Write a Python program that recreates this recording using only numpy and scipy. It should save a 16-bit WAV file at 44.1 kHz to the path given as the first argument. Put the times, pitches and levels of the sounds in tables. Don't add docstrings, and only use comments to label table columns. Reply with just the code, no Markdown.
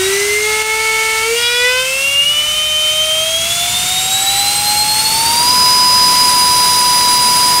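import sys
import numpy as np
from scipy import signal
from scipy.fft import rfft, irfft
from scipy.io import wavfile
from scipy.ndimage import uniform_filter1d

SR = 44100
rng = np.random.default_rng(int(sys.argv[2]) if len(sys.argv) > 2 else 0)


def wav_record(signal):
    frames = np.transpose(np.atleast_2d(signal))
    bounded = np.clip(frames, -1, 1)
    quanta = np.round(bounded * 32767).astype(np.int16)
    wavfile.write(sys.argv[1], SR, quanta)


N = 335160
TIME = np.arange(N) / SR
FREQS = np.fft.rfftfreq(N, 1 / SR)

BLADES = 5
FULL_SPEED_HZ = 996

# time in seconds, turns a second.
SHAFT_SPEED = [(0, 375.1), (0.2, 403.6), (0.48, 429.4), (0.82, 440.9), (1.22, 442.7), (1.39, 474.5),
               (1.58, 486.3), (1.93, 528.1), (2.07, 554.7), (2.21, 565.8), (2.35, 591.1), (2.57, 612.6),
               (2.89, 616.0), (3.18, 632.0), (3.43, 663.4), (3.54, 686.9), (3.86, 731.8), (4.56, 820.8),
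               (4.83, 842.0), (5.08, 873.5), (5.36, 940.5), (5.52, 994.4), (5.95, 995.5), (6.4, 989.6),
               (6.75, 989.4), (7.1, 984.5), (7.6, 989.1)]
# time in seconds, level in dB.
IMBALANCE_HUM = [(0.0, -16), (0.73, -24.5), (1.22, -26.5), (1.33, -15.0), (1.43, -28.4), (1.67, -19.8),
                 (2.33, -36.6), (3.21, -22.7), (3.55, -30.5), (3.62, -25.3), (3.73, -31.1), (4.44, -21.6),
                 (4.53, -25), (4.74, -19.3), (5.05, -24.5), (5.22, -18.5), (5.65, -14.5), (7.6, -15)]
# time in seconds, level in dB.
BLADE_WHINE = [(0, -29.5), (0.3, -17.5), (0.67, -18.5), (0.8, -16), (1.2, -18), (1.35, -24.5), (1.65, -18),
               (1.86, -21.5), (2.2, -11.3), (2.5, -17), (2.95, -13.8), (3.65, -21.5), (4.45, -17),
               (4.56, -21.5), (4.8, -16.1), (5.3, -19), (5.52, -12), (6.05, -11), (6.5, -15), (7.6, -15)]
# time in seconds, level in dB.
SECOND_HARMONIC = [(0.0, -22), (0.28, -36), (1.61, -30.5), (2.11, -36.5), (4.04, -25.5), (4.11, -21),
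                   (6.04, -24.5), (6.27, -19.5), (7.6, -20)]
# time in seconds, level in dB.
THIRD_HARMONIC = [(0, -40), (0.15, -28), (0.7, -36.5), (1.6, -35), (2.3, -41), (3.0, -33), (5.0, -31.5),
                  (5.5, -38), (7.0, -33)]
# time in seconds, level in dB.
UNEVEN_BLADES = [(0, -26), (0.5, -38), (1.9, -24.5), (2.9, -25), (4.1, -32), (5, -26.5), (5.6, -22.5),
                 (7.0, -21.5), (7.6, -28)]
# multiple of the shaft rate, dB against the common level.
UNEVEN_ORDERS = [(2, -15.5), (3, -16.5), (4, -4.5), (6, -7), (7, -28)]
# multiple of the shaft rate, dB against that harmonic.
UPPER_ORDERS = [(9, -14), (11, -15)]

# time in seconds, level in dB.
JET_BUFFETING = [(0, -39), (0.8, -46), (1.75, -47.5), (2.05, -40), (3.1, -41.5), (3.8, -32), (4.2, -37.5),
                 (4.6, -34), (7.6, -35)]
# time in seconds, level of the hiss in dB.
DUCT_FLOW = [(0.0, -20), (0.65, -22), (1.1, -22.5), (1.39, -22), (1.58, -24), (2.1, -22), (2.19, -24),
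             (3.38, -22), (3.61, -20), (5.47, -18.5), (5.56, -18.5), (7.6, -18.5)]
# frequency in Hz, density in dB per Hz against the layer's level.
RUMBLE_SPECTRUM = [(10, -55), (25, -40), (50, -38), (90, -21.5), (150, -23), (220, -30.5), (400, -74),
                   (1000, -90)]
# frequency in Hz, density in dB per Hz against the layer's level.
ROAR_SPECTRUM = [(60, -55), (140, -25.5), (210, -23.5), (320, -26), (600, -27), (1100, -27), (1900, -28.5),
                 (4000, -55), (16000, -74)]
# frequency in Hz, density in dB per Hz against the layer's level.
HISS_SPECTRUM = [(300, -52), (560, -54), (700, -46), (1100, -46.5), (1800, -45.5), (2400, -42.5),
                 (3300, -39), (4400, -39), (5500, -38.5), (7200, -39), (9600, -40.5), (11000, -51),
                 (16000, -62)]
# frequency in Hz, density in dB per Hz against the layer's level.
FIZZ_SPECTRUM = [(7000, -61), (9500, -35), (11000, -34), (13000, -36), (15500, -40)]
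# centre in Hz, width in Hz, peak in dB.
DUCT_MODES = [(640, 39, 6), (970, 120, 3), (1355, 120, 10.5), (2205, 266, 10), (2777, 290, 8.5),
              (6050, 120, 4), (8560, 730, 5)]

# start in seconds, end in seconds,
# level of the second shaft multiple in dB before resonance, slope in dB per octave up the multiples.
RATTLES = [(0.408, 1.343, -32.5, -6), (1.337, 1.633, -34.5, -0.5), (1.56, 1.884, -32.5, -1),
           (2.253, 3.3, -42, -24)]
# centre in Hz, width in Hz, peak in dB.
STAND_MODES = [(874, 28, 6), (1018, 23, 4), (1334, 20, 4.5), (1496, 480, 10.5), (1980, 60, 16),
               (2792, 110, 24), (3120, 91, 10), (3370, 350, 15.5), (3864, 190, 9.5), (4800, 180, 10),
               (5300, 300, 5.5)]
# start in seconds, end in seconds, level in dB.
WHISTLES = [(3.513, 3.827, -42), (4.05, 4.55, -38.5)]
# frequency in Hz, density in dB per Hz.
ROOM_RUMBLE = [(10, -92), (28, -76), (55, -61.5), (90, -62), (200, -97), (1000, -110)]


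def rotor(angle, walls):
    second_db, uneven_db = curve(SECOND_HARMONIC), curve(UNEVEN_BLADES)
    hum = shaft_tone(angle, curve(IMBALANCE_HUM), flutter=0.08)
    whine = gain_of(curve(BLADE_WHINE)) * echoing_tone(angle, walls, BLADES, flutter=0.14, flutter_hz=30)
    second = gain_of(second_db) * echoing_tone(angle, walls, 2 * BLADES, flutter=0.36, flutter_hz=28)
    third_gain = gain_of(curve(THIRD_HARMONIC))
    third = third_gain * echoing_tone(angle, walls, 3 * BLADES, flutter=0.32, flutter_hz=28)
    out = hum + whine + second + third
    for order, db in UNEVEN_ORDERS:
        out += shaft_tone(order * angle, uneven_db + db, flutter=0.43)
    for order, db in UPPER_ORDERS:
        out += shaft_tone(order * angle, second_db + db, flutter=0.6)
    return out


def shaft_tone(angle, db, flutter):
    phasor = np.exp(1j * (angle + 2 * np.pi * rng.random()))
    wavering = phasor * (1 + flutter * eddies(7.2))
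    return np.sqrt(2) * gain_of(db) * wavering.real


def echoing_tone(angle, walls, order, flutter, flutter_hz):
    direct = np.exp(1j * (order * angle + 2 * np.pi * rng.random()))
    direct = direct * (1 + flutter * eddies(flutter_hz))
    echo_db = 7 * np.log2(order * curve(SHAFT_SPEED) / 6600)
    heard = direct + gain_of(echo_db) * signal.oaconvolve(direct, walls)[:N]
    power = uniform_filter1d(abs(heard) ** 2, size=6000)
    return heard.real * np.sqrt(2 / (power + 1e-9))


def jet():
    buffeting = gain_of(curve(JET_BUFFETING)) * noise(RUMBLE_SPECTRUM)
    roar_db = by_speed(full_db=-32, db_per_octave=27)
    return buffeting + gain_of(roar_db) * noise(ROAR_SPECTRUM)


def duct_hiss(angle):
    damped = np.clip(0.67 * (curve(SHAFT_SPEED) / FULL_SPEED_HZ) ** 3, 0, 1)
    resonant, plain = noise(HISS_SPECTRUM, DUCT_MODES), noise(HISS_SPECTRUM)
    hiss = np.sqrt(1 - damped) * resonant + np.sqrt(damped) * plain
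    fizz_db = by_speed(full_db=-8.5, db_per_octave=3)
    hiss += gain_of(fizz_db) * noise(FIZZ_SPECTRUM)
    chopped = (eddies(320) * np.exp(1j * BLADES * angle)).real
    hiss += gain_of(-6) * chopped
    gusts = gain_of(0.74 * eddies(2.7).real)
    return gain_of(curve(DUCT_FLOW)) * gusts * hiss


def stand(angle, walls):
    fade_s, top_hz = 0.078, 5900
    speed, out = curve(SHAFT_SPEED), np.zeros(N)
    for order in range(2, 14):
        if order == BLADES:
            continue
        drive = np.zeros(N)
        for start, end, db, tilt_db in RATTLES:
            drive += bout(start, end, fade_s) * gain_of(db + tilt_db * np.log2(order / 2))
        hz = order * speed
        rolloff = 1 / np.sqrt(1 + (hz / top_hz) ** 10)
        body = gain_of(lift_db(hz, STAND_MODES)) * rolloff
        out += drive * body * echoing_tone(angle, walls, order, flutter=0.14, flutter_hz=4.4)
    return out


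def controller(angle):
    commutations, switching_hz, fade_s = 12, 7620, 0.08
    beat = commutations * angle - 2 * np.pi * switching_hz * TIME
    out = np.zeros(N)
    for start, end, db in WHISTLES:
        out += bout(start, end, fade_s) * shaft_tone(beat, db, flutter=0.77)
    return out


def dip():
    start_s, depth_db, recovery_s = 0.625, -4.5, 0.06
    recovery = np.exp(-abs(TIME - start_s) / recovery_s)
    return gain_of(depth_db * (TIME >= start_s) * recovery)


def room(t60):
    t = TIME[:SR // 2]
    arrives = (rng.random(len(t)) < 2000 / SR) * (t > 0.003)
    taps = rng.standard_normal(len(t)) * arrives * gain_of(-60 * t / t60)
    return taps / np.linalg.norm(taps)


def noise(points, modes=()):
    hz, db = np.transpose(points)
    shape_db = np.interp(np.log(FREQS + 1), np.log(hz), db) + lift_db(FREQS, modes)
    return irfft(rfft(rng.standard_normal(N)) * gain_of(shape_db), N) * np.sqrt(SR / 2)


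def eddies(width_hz):
    z = rng.standard_normal(N) + 1j * rng.standard_normal(N)
    z = signal.lfilter(*signal.butter(1, width_hz, fs=SR), z)
    return z / np.std(z)


def lift_db(hz, modes):
    return sum(peak / (1 + (2 * (hz - centre) / width) ** 2) for centre, width, peak in modes)


def by_speed(full_db, db_per_octave):
    return full_db + db_per_octave * np.log2(curve(SHAFT_SPEED) / FULL_SPEED_HZ)


def curve(table):
    return np.interp(TIME, *np.transpose(table))


def bout(start, end, fade_s):
    return np.clip(np.minimum(TIME - start, end - TIME) / fade_s, 0, 1)


def gain_of(db):
    return 10 ** (np.asarray(db) / 20)


def scene():
    angle = 2 * np.pi * np.cumsum(curve(SHAFT_SPEED)) / SR
    walls = room(t60=0.22)
    fan = rotor(angle, walls) + jet() + duct_hiss(angle)
    fan += stand(angle, walls) + controller(angle)
    mono = fan * dip() + noise(ROOM_RUMBLE)
    return np.array([mono, mono])


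def record(dry):
    ceiling, edge_hz = 0.68, 15750
    fine = signal.resample_poly(dry, 2, 1, axis=1)
    fine = fine / (1 + (fine / ceiling) ** 8) ** (1 / 8)
    rounded = signal.resample_poly(fine, 1, 2, axis=1)
    lowpass = signal.firwin(511, edge_hz, window=("kaiser", 9), fs=SR)
    return signal.oaconvolve(rounded, lowpass[None], "same")


dry = scene()
out = record(dry)
wav_record(out)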